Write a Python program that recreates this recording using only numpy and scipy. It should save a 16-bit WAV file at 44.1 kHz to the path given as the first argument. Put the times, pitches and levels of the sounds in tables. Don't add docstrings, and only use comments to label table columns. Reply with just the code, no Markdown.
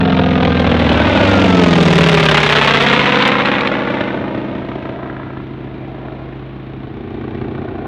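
import sys
import numpy as np
from scipy import signal
from scipy.fft import rfft, irfft, next_fast_len
from scipy.io import wavfile
from scipy.ndimage import uniform_filter1d, minimum_filter1d, map_coordinates

SR = 44100
rng = np.random.default_rng(int(sys.argv[2]) if len(sys.argv) > 2 else 0)


def generate_wav(signal):
    frames = np.transpose(np.atleast_2d(signal))
    scaled = np.clip(frames, -1, 1) * 32767
    pcm = np.round(scaled).astype(np.int16)
    wavfile.write(sys.argv[1], SR, pcm)


N = 347067
TIME_S = np.arange(N) / SR
FIRINGS_PER_CYCLE = 9

# time_s, delay_ms
SECOND_BOUNCE = [(0, 2.5), (.95, 3.0), (1.25, 3.65), (1.5, 4.4), (1.8, 4.95), (2.05, 5.14), (2.3, 5.0),
                 (2.6, 4.6), (3, 4.1), (3.5, 3.65), (4, 3.4), (5, 3.05), (6.2, 2.85), (7.35, 2.6),
                 (7.87, 2.75)]


def exhaust(lead_cycles, second_cycles, nearness, angle_deg):
    stack_view = [(111, 0.06, 0.03), (143, 0.24, 0), (152.3, 0.34, 0.05), (153, 0.8, 0.1),
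                  (162.4, 0.8, 0.13), (164.5, 0.76, 0.1), (167.4, 1, 0.13)]
    # time_s, delay_ms
    lead_bounce = [(0, 4.45), (.7, 3.7), (1.15, 3.35), (2.5, 2.9)]
    # centre_hz, width_hz, gain_db
    pipe_modes = [(185, 73, -3), (263.8, 116, 2.5), (302, 86.7, 3), (401.6, 45, -4)]
    stack_modes = [(660, 82, -4), (920, 220, -4), (1380, 330, -1.5), (1920, 480, -8)]
    # freq_hz, gain_db
    rumble_shape = [(15, -52), (30, -14.5), (48, -7.5), (70, -4.5), (105, 2.5), (135, 0), (250, -99)]
    boom_shape = [(60, -37.5), (125, 5.5), (170, 1), (400, -4.5), (520, -3.5), (900, -39.5), (2000, -90)]
    bark_shape = [(200, -54.5), (400, 7.5), (500, 6.5), (750, 2), (1050, -7), (1400, -12), (3000, -70.5)]
    rasp_shape = [(500, -48.5), (900, 0.5), (1200, 0), (2200, -2), (2800, -9.5), (5000, -70.5)]
    crackle_shape = [(1200, -45), (2000, -4), (2550, 3.5), (3600, 2), (4100, -4.5), (4700, -17),
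                     (6000, -24.5), (9000, -92)]
    sizzle_shape = [(3000, -41), (4400, 4.5), (5000, 1), (6500, -5.5), (8000, -14), (11000, -30),
                    (15500, -60)]
    muffle_shape = [(200, -19.5), (600, -2.5), (1900, 2.5), (3000, -20.5), (6000, -58)]
    # time_s, level_db
    pop_levels = [(0, -25.5), (1.2, -42), (3.3, -45), (3.95, -30.5), (4.7, -45.5), (5.05, -37.5),
                  (5.35, -39.5), (5.6, -62), (6.9, -62), (7.4, -44), (7.8, -41)]
    # time_s, fading_db, extra_bark_db
    fading = [(4.6, 1, 0), (5.0, -1.5, 5.5), (5.4, -1.5, -8), (6.1, -2, 4.5), (6.5, -4.5, -3.5),
              (6.9, 1, -3), (7.4, 8.5, -5.5), (7.87, 6, 3.5)]
    # time_s, gain_db
    surges = [(1.5, -1.5), (2, 1), (2.6, 0), (2.8, -0.5), (3.14, -0.5), (3.24, 1.5), (3.35, -1), (3.5, 1),
              (3.68, -0.5), (3.78, -0.5), (4.02, 2.5), (4.22, -1), (4.85, 5), (5.1, 1), (5.6, -0.5),
              (6.4, 2.5), (7, -2.5), (7.6, -4)]

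    view_deg, *shares = np.transpose(stack_view)
    far_share, wash = (np.interp(angle_deg, view_deg, share) for share in shares)
    zero = np.zeros(N)
    lead = firings(lead_cycles, far_share=zero, wash=.003, rear_quarter=zero, tail_on=zero,
                   scatter_db=2.05, jitter_s=.00005, jet_decay_s=.002)
    second = firings(second_cycles, far_share, wash, rear_quarter=ramp(angle_deg, 112, 126),
                     tail_on=ramp(TIME_S, 6.6, 7.1), scatter_db=1.5, jitter_s=.00004, jet_decay_s=.0022)
    gains = {band: (lead_gain(band), second_gain(band, nearness, angle_deg))
             for band in ("rumble", "boom", "bark", "rasp", "crackle", "sizzle")}
    level = {band: np.hypot(*pair) for band, pair in gains.items()}

    def puffs(band, rough, echo):
        mix = np.zeros(N)
        for gain, (pulses, jet), bounce in zip(gains[band], (lead, second), (lead_bounce, SECOND_BOUNCE)):
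            direct = np.sqrt(1 - rough) * pulses + np.sqrt(rough * jet) * rng.standard_normal(N)
            mix += gain / level[band] * ground(direct, bounce, echo)
        return mix

    fading_db, bark_db = curves(fading)
    thump = ring(puffs("boom", rough=.07, echo=.45), pipe_modes)
    cough = puffs("bark", rough=.45, echo=.6)
    wing_shade = 1 - .5 * beam(angle_deg, level_db=0, aim_deg=124, sigma_deg=9)
    rumble = level["rumble"] * even(colour(puffs("rumble", rough=.38, echo=0), rumble_shape))
    boom = level["boom"] * wing_shade * even(colour(thump, boom_shape))
    bark = level["bark"] * amp(bark_db) * even(colour(cough, bark_shape))
    rasp = level["rasp"] * even(colour(puffs("rasp", rough=.9, echo=.35), rasp_shape))
    crackle = level["crackle"] * even(colour(puffs("crackle", rough=1, echo=0), crackle_shape))
    sizzle = level["sizzle"] * even(colour(puffs("sizzle", rough=.85, echo=0), sizzle_shape))
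    treble = amp(curves(surges)[0]) * (rasp + crackle + sizzle)
    roar = amp(fading_db) * (rumble + boom + bark + treble)
    hollow = ring(puffs("rasp", rough=.7, echo=.6), stack_modes)
    pops = amp(curves(pop_levels)[0]) * even(colour(hollow, muffle_shape))
    note = firing_note(boom, second_cycles, nearness, angle_deg)
    return roar + pops + note + spit(second[1], angle_deg)


def firings(cycles, far_share, wash, rear_quarter, tail_on, scatter_db, jitter_s, jet_decay_s):
    # near_stack_gain, far_stack_gain, pipe_delay_ms
    cylinders = [(0.86, 0.081, 1.05), (0.72, 0.25, 1.505), (0.51, 0.78, 0.15), (0.14, 0.37, 1.93),
                 (0.85, 0.21, 0.66), (0.8, 0.29, 1.7), (0.42, 0.062, 0.048), (0.14, 0.9, 0.18),
                 (0.25, 0.38, 1.57)]
    jets = [(0.81, 0.86, .1), (0.68, 0.62, 0.13), (0.57, 0.62, 0.064), (0.16, .1, .1), (0.83, 0.94, .28),
            (0.87, .8, 0.27), (0.39, 0.78, .3), (.15, 0.71, .35), (.22, 0.45, .3)]
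    # gain, delay_ms
    tail_puffs = [(.2, 3.5), (.7, 4.1), (.25, .2), (1, 2.1), (.15, 4.5), (.05, 3.6), (.85, 3.9), (1, 5),
                  (.3, 1.8)]
    jet_exponent, far_lag_ms = 1.6, 1.6
    slot = np.floor(cycles * FIRINGS_PER_CYCLE).astype(int)
    at = np.flatnonzero(np.diff(slot)) + 1
    size_draw, time_draw = rng.standard_normal((len(at), 2)).T
    rows = np.hstack([cylinders, jets, tail_puffs])[slot[at] % FIRINGS_PER_CYCLE]
    near, far, delay_ms, ahead, behind, lag_intervals, tail, tail_ms = rows.T
    share = far_share[at]
    size = amp(scatter_db * size_draw)

    def train(weights, late_ms):
        late_s = late_ms / 1000 + jitter_s * time_draw
        return np.bincount(np.clip(at + (late_s * SR).astype(int), 0, N - 1), weights, N)

    def swell(power, decay_s, attack_s):
        poles = np.exp(-1 / (np.array([decay_s, attack_s]) * SR))
        return signal.lfilter([np.prod(1 - poles)], np.poly(poles), power)

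    both_stacks = np.sqrt((1 - share) * near ** 2 + share * far ** 2)
    pulses = train((1 - tail_on[at]) * size * both_stacks, delay_ms)
    pulses += train(tail_on[at] * size * tail, tail_ms)
    jet_gain = (ahead + rear_quarter[at] * (behind - ahead)) ** jet_exponent
    lag_ms = lag_intervals * np.gradient(at) / SR * 1000
    near_jet = swell(train((1 - share) * (size * jet_gain) ** 2, lag_ms), jet_decay_s, attack_s=.0005)
    far_jet = swell(train(share * (size * far) ** 2, delay_ms + far_lag_ms), decay_s=.003, attack_s=.0012)
    jet_power = even(np.sqrt(np.abs(near_jet + amp(-.5) * far_jet))) ** 2
    return even(pulses), (1 - wash) * jet_power + wash


def flight(speed_m_s, closest_m, abeam_s):
    mach = speed_m_s / 343
    now_m = speed_m_s * (TIME_S - abeam_s) + mach * closest_m
    emitted_m = (now_m - mach * np.sqrt(now_m ** 2 + (1 - mach ** 2) * closest_m ** 2)) / (1 - mach ** 2)
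    distance_m = np.hypot(emitted_m, closest_m)
    angle_deg = np.degrees(np.arccos(-emitted_m / distance_m))
    doppler = 1 / (1 + mach * emitted_m / distance_m)
    return closest_m / distance_m, angle_deg, doppler


def second_gain(band, nearness, angle_deg):
    bands = {"rumble": (-29, -4, 10, 127), "boom": (-19.5, 4.5, -2, 165), "bark": (-18, 2, -6.5, 152),
             "rasp": (-22.5, 11, -20.5, 144), "crackle": (-24.5, 9, -24.5, 137.5),
             "sizzle": (-35, 2.5, -31.5, 131)}
    abeam_db, open_db, shadow_db, start_deg = bands[band]
    full_shadow_deg = 159.6
    cowling_db = -18 * ramp(angle_deg, 52, 8)
    stacks_db = open_db * ramp(angle_deg, 86, 134.2)
    tail_db = shadow_db * ramp(angle_deg, min(start_deg, full_shadow_deg - 1), full_shadow_deg) ** 2
    return nearness * amp(abeam_db + cowling_db + stacks_db + tail_db)


def lead_gain(band, turn_s=1.2, fade_db_per_s=15.5):
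    bands = {"rumble": (-25.5, 1.8), "boom": (-17, 4.3), "bark": (-18.5, 1.7), "rasp": (-22.5, 4.5),
             "crackle": (-26, 2.1), "sizzle": (-50, 9.4)}
    level_db, rise_db_per_s = bands[band]
    after_s = TIME_S - turn_s
    return amp(level_db + rise_db_per_s * np.minimum(after_s, 0) - fade_db_per_s * np.maximum(after_s, 0))


def firing_note(boom, cycles, nearness, angle_deg):
    # level_db, aim_deg, sigma_deg
    lobes = [(-16.5, 100, 14), (-25, 135, 14), (-21, 170, 7)]
    carrier = np.exp(2j * np.pi * FIRINGS_PER_CYCLE * cycles)
    slip = uniform_filter1d(uniform_filter1d(boom / carrier, size=SR), size=SR // 2)
    note = np.sqrt(2) * np.real(carrier * np.exp(1j * np.angle(slip)))
    return nearness * sum(beam(angle_deg, *lobe) for lobe in lobes) * note


def second_tones(cycles, nearness, angle_deg):
    # cycle_order, level_db, aim_deg, sigma_deg
    lobes = [(4, -17, 50, 14.5), (4, -29, 106, 22), (4, -21.5, 174.5, 6.8), (8, -13, 74, 20),
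             (12, -17, 70, 15), (12, -25, 144, 9.4), (16, -22, 76, 13), (20, -21, 74.5, 25),
             (20, -14, 174.6, 3.53), (23, -21, 45, 8.9), (23, -20, 110, 14.6), (23, -26.5, 152, 4.9),
             (32, -21, 143.2, 10)]
    gains = {}
    for order, *lobe in lobes:
        gains[order] = gains.get(order, 0) + beam(angle_deg, *lobe)
    lines = sum(gain * tone(cycles, order, flutter_db=1, drift_rad=.005 * order)
                for order, gain in gains.items())
    whine_gain = beam(angle_deg, level_db=-22.5, aim_deg=51.5, sigma_deg=21.6)
    return nearness * (lines + whine_gain * whine(cycles))


def lead_tones(cycles, fade_start_s=.92, fade_db_per_s=35):
    # cycle_order, start_db, trend_db_per_s
    partials = [(4, -24, 5.5), (7, -21, -7.5), (8, -17.5, -11), (9, -24.5, -3), (12, -18.5, -2),
                (16, -30, 7), (20, -27.5, -10.5), (23, -27.5, -3.5), (30, -33.5, -5), (33, -26.5, -13)]
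    lines = sum(amp(db + trend * TIME_S) * tone(cycles, order, flutter_db=-.26, drift_rad=.033)
                for order, db, trend in partials)
    whining = amp(-31 - 5 * TIME_S) * whine(cycles)
    return (lines + whining) * amp(-fade_db_per_s * np.maximum(TIME_S - fade_start_s, 0))


def whine(cycles):
    return tone(cycles, order=58.3, flutter_db=.8, drift_rad=.85) * unit(1.9 + wobble(70))


def propeller_rush(nearness, angle_deg):
    # freq_hz, gain_db
    shape = [(200, -22), (400, 0.5), (800, 6), (1200, 3.5), (2000, 1.5), (3600, -4.5), (4800, -20),
             (8000, -54), (15000, -80)]
    gain = nearness * beam(angle_deg, level_db=-16.5, aim_deg=42.8, sigma_deg=11.5)
    return gain * ground(noise(shape), SECOND_BOUNCE, echo=.92)


def cracks():
    # start_s, level_db, overload_click_share
    hits = [(.449, -16.5, 0), (.597, -16, .2), (.794, -18, .25), (0.89, -14.5, 0), (.928, -18, .25),
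            (1.163, -18, .2), (1.251, -18, 0.03), (2.007, -17.5, 0.2), (2.172, -15, .1), (2.286, -9.5, .05),
            (2.345, -12.5, .05), (2.374, -11, .05), (2.431, -11.5, .05), (2.464, -15, .3),
            (2.524, -12, .05), (2.559, -15.5, .25), (2.674, -10, .05), (2.824, -16, .45), (2.835, -17, .45),
            (3.222, -9, 0.01), (3.251, -8.5, 0), (3.275, -12, 0.7), (3.455, -12.5, 0), (3.607, -14, 0.03),
            (3.671, -12, 0), (4.008, -27, 0)]
    # freq_hz, gain_db
    body_shape = [(300, -21.5), (1000, -1), (2700, 1), (4000, -3), (5000, -20), (8000, -35), (15000, -66)]
    overload_click_shape = [(300, -12.5), (3000, 4), (6000, -13.5), (15000, -33)]
    start_s, level_db, overload_click_share = np.transpose(hits)
    parts = ((1 - overload_click_share, body_shape), (overload_click_share, overload_click_shape))
    return sum(bursts(start_s, amp(level_db) * share, peak_s=.003) * noise(shape)
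               for share, shape in parts)


def loud_pops():
    # start_s, level_db
    hits = [(4.104, -20), (4.142, -23), (4.173, -23.5), (4.21, -30), (4.24, -27), (4.28, -29), (4.308, -26),
            (4.346, -26), (4.528, -23), (4.581, -27), (4.715, -27), (4.823, -27), (4.855, -26.5),
            (4.891, -27), (4.96, -25.5), (4.991, -27), (5.03, -25.5), (5.06, -25), (5.098, -21.5),
            (5.165, -24), (5.197, -24.5), (5.231, -24), (5.268, -29), (5.303, -24), (5.335, -29),
            (5.37, -27), (5.401, -31), (6.083, -30), (7.239, -31.5), (7.28, -29.5), (7.413, -33),
            (7.618, -32), (7.68, -28.5), (7.855, -29)]
    # freq_hz, gain_db
    shape = [(200, -20), (350, -2.5), (700, 2), (1400, 3), (2000, -5), (3000, -22), (5000, -48),
             (8000, -78)]
    start_s, level_db = np.transpose(hits)
    gusts = bursts(start_s, amp(level_db), peak_s=.0017) * noise(shape)
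    impulses = np.bincount(((start_s + .0012) * SR).astype(int), amp(level_db), N)
    thuds = .4 * gusts.std() * unit(colour(impulses, shape))
    return ground(gusts + thuds, SECOND_BOUNCE, echo=.52)


def spit(jet_power, angle_deg, shocks_per_s=1500):
    # freq_hz, gain_db
    shape = [(3000, -30), (5500, 0), (8000, -4), (11000, -12), (14000, -20), (15800, -30)]
    fired = rng.random(N) < jet_power * shocks_per_s / SR
    shocks = fired * rng.standard_normal(N) * amp(2.5 * wobble(90))
    gain = beam(angle_deg, level_db=-41.5, aim_deg=106.3, sigma_deg=20.06)
    return gain * (1 - ramp(angle_deg, 134, 152)) * even(colour(shocks * jet_power ** .4, shape))


def whistle(pitch_hz=2363):
    # time_s, level_db
    levels = [(5.2, -85), (5.8, -59), (6.6, -61.5), (7.3, -56), (7.87, -54)]
    return amp(curves(levels)[0]) * tone(pitch_hz * TIME_S, order=1, flutter_db=2.5, drift_rad=.7)


def field_noise():
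    # freq_hz, gain_db
    shape = [(20, -18.5), (45, -8), (60, -10), (200, 1), (1000, -11.5), (3800, -25.5), (5200, -48),
             (8000, -67.5), (16000, -54)]
    return amp(-36.5) * noise(shape)


def ground(x, bounce, echo):
    n = np.arange(N)
    delay_samples = curves(bounce)[0] * SR / 1000
    return (x + echo * np.interp(n - delay_samples, n, x)) / np.hypot(1, echo)


def tone(cycles, order, flutter_db, drift_rad):
    phase = 2 * np.pi * (order * cycles + rng.random()) + drift_rad * wobble(15)
    return np.sqrt(2) * np.sin(phase) * amp(flutter_db * wobble(11))


def beam(angle_deg, level_db, aim_deg, sigma_deg):
    return amp(level_db) * np.exp(-.5 * ((angle_deg - aim_deg) / sigma_deg) ** 2)


def bursts(start_s, gains, peak_s):
    age = np.arange(SR // 20) / SR / peak_s
    hits = np.bincount((start_s * SR).astype(int), gains, N)
    return signal.fftconvolve(hits, (age * np.exp(1 - age)) ** 2)[:N]


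def ring(x, modes):
    size = next_fast_len(N + SR // 4)
    hz = np.fft.rfftfreq(size, 1 / SR)
    response = sum((-1) ** k * amp(db) * 1j * hz * width / (centre ** 2 - hz ** 2 + 1j * hz * width)
                   for k, (centre, width, db) in enumerate(modes))
    return irfft(rfft(x, size) * response, size)[:N]


def colour(x, shape, size=8192):
    hz, db = np.transpose(shape)
    gain = amp(np.interp(np.log(np.fft.rfftfreq(size, 1 / SR) + 1), np.log(hz), db))
    cepstrum = irfft(np.log(gain))
    cepstrum[1:size // 2] *= 2
    cepstrum[size // 2 + 1:] = 0
    return signal.fftconvolve(x, irfft(np.exp(rfft(cepstrum))))[:N]


def noise(shape):
    return unit(colour(rng.standard_normal(N), shape))


def wobble(knots_per_s):
    knots = rng.standard_normal(int(N * knots_per_s / SR) + 4)
    return map_coordinates(knots, [TIME_S * knots_per_s])


def curves(rows):
    time_s, *columns = np.transpose(rows)
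    return [np.interp(TIME_S, time_s, column) for column in columns]


def ramp(x, start, end):
    return np.clip((x - start) / (end - start), 0, 1)


def even(x):
    power = uniform_filter1d(uniform_filter1d(x ** 2, size=SR // 4), size=SR // 5)
    return x / np.sqrt(np.abs(power) + 1e-20)


def unit(x):
    return x / np.sqrt(np.mean(x ** 2) + 1e-20)


def amp(db):
    return 10 ** (np.asarray(db) / 20)


def scene():
    # time_s, cycles_per_s
    revs = [(0, 19.846), (1.1, 19.936), (1.9, 19.652), (2.7, 19.118), (4.2, 18.793), (5.2, 18.863),
            (6.7, 19.012), (7.87, 19.242)]
    lead_cycle_hz, lead_fall_hz_per_s = 22.058, 2.588
    nearness, angle_deg, doppler = flight(speed_m_s=103.614, closest_m=87.935, abeam_s=1.8941)
    lead_cycles = np.cumsum(lead_cycle_hz - lead_fall_hz_per_s * TIME_S) / SR - .64
    second_cycles = np.cumsum(curves(revs)[0] * doppler) / SR - .025
    engines = exhaust(lead_cycles, second_cycles, nearness, angle_deg)
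    tones = lead_tones(lead_cycles) + second_tones(second_cycles, nearness, angle_deg)
    air = field_noise()
    rush = propeller_rush(nearness, angle_deg)
    return (engines + tones + rush + cracks() + loud_pops() + whistle() + air)[None]


def record(dry):
    ceiling, window_s, cutoff_hz = 1.0, .0012, 15900
    window = int(window_s * SR)
    gain = minimum_filter1d(ceiling / np.maximum(np.abs(dry), ceiling), 2 * window)
    limited = dry * uniform_filter1d(uniform_filter1d(gain, window), window)
    size = next_fast_len(N + SR // 4)
    passband = np.fft.rfftfreq(size, 1 / SR) < cutoff_hz
    return irfft(rfft(limited, size) * passband, size)[..., :N]


dry = scene()
out = record(dry)
generate_wav(out)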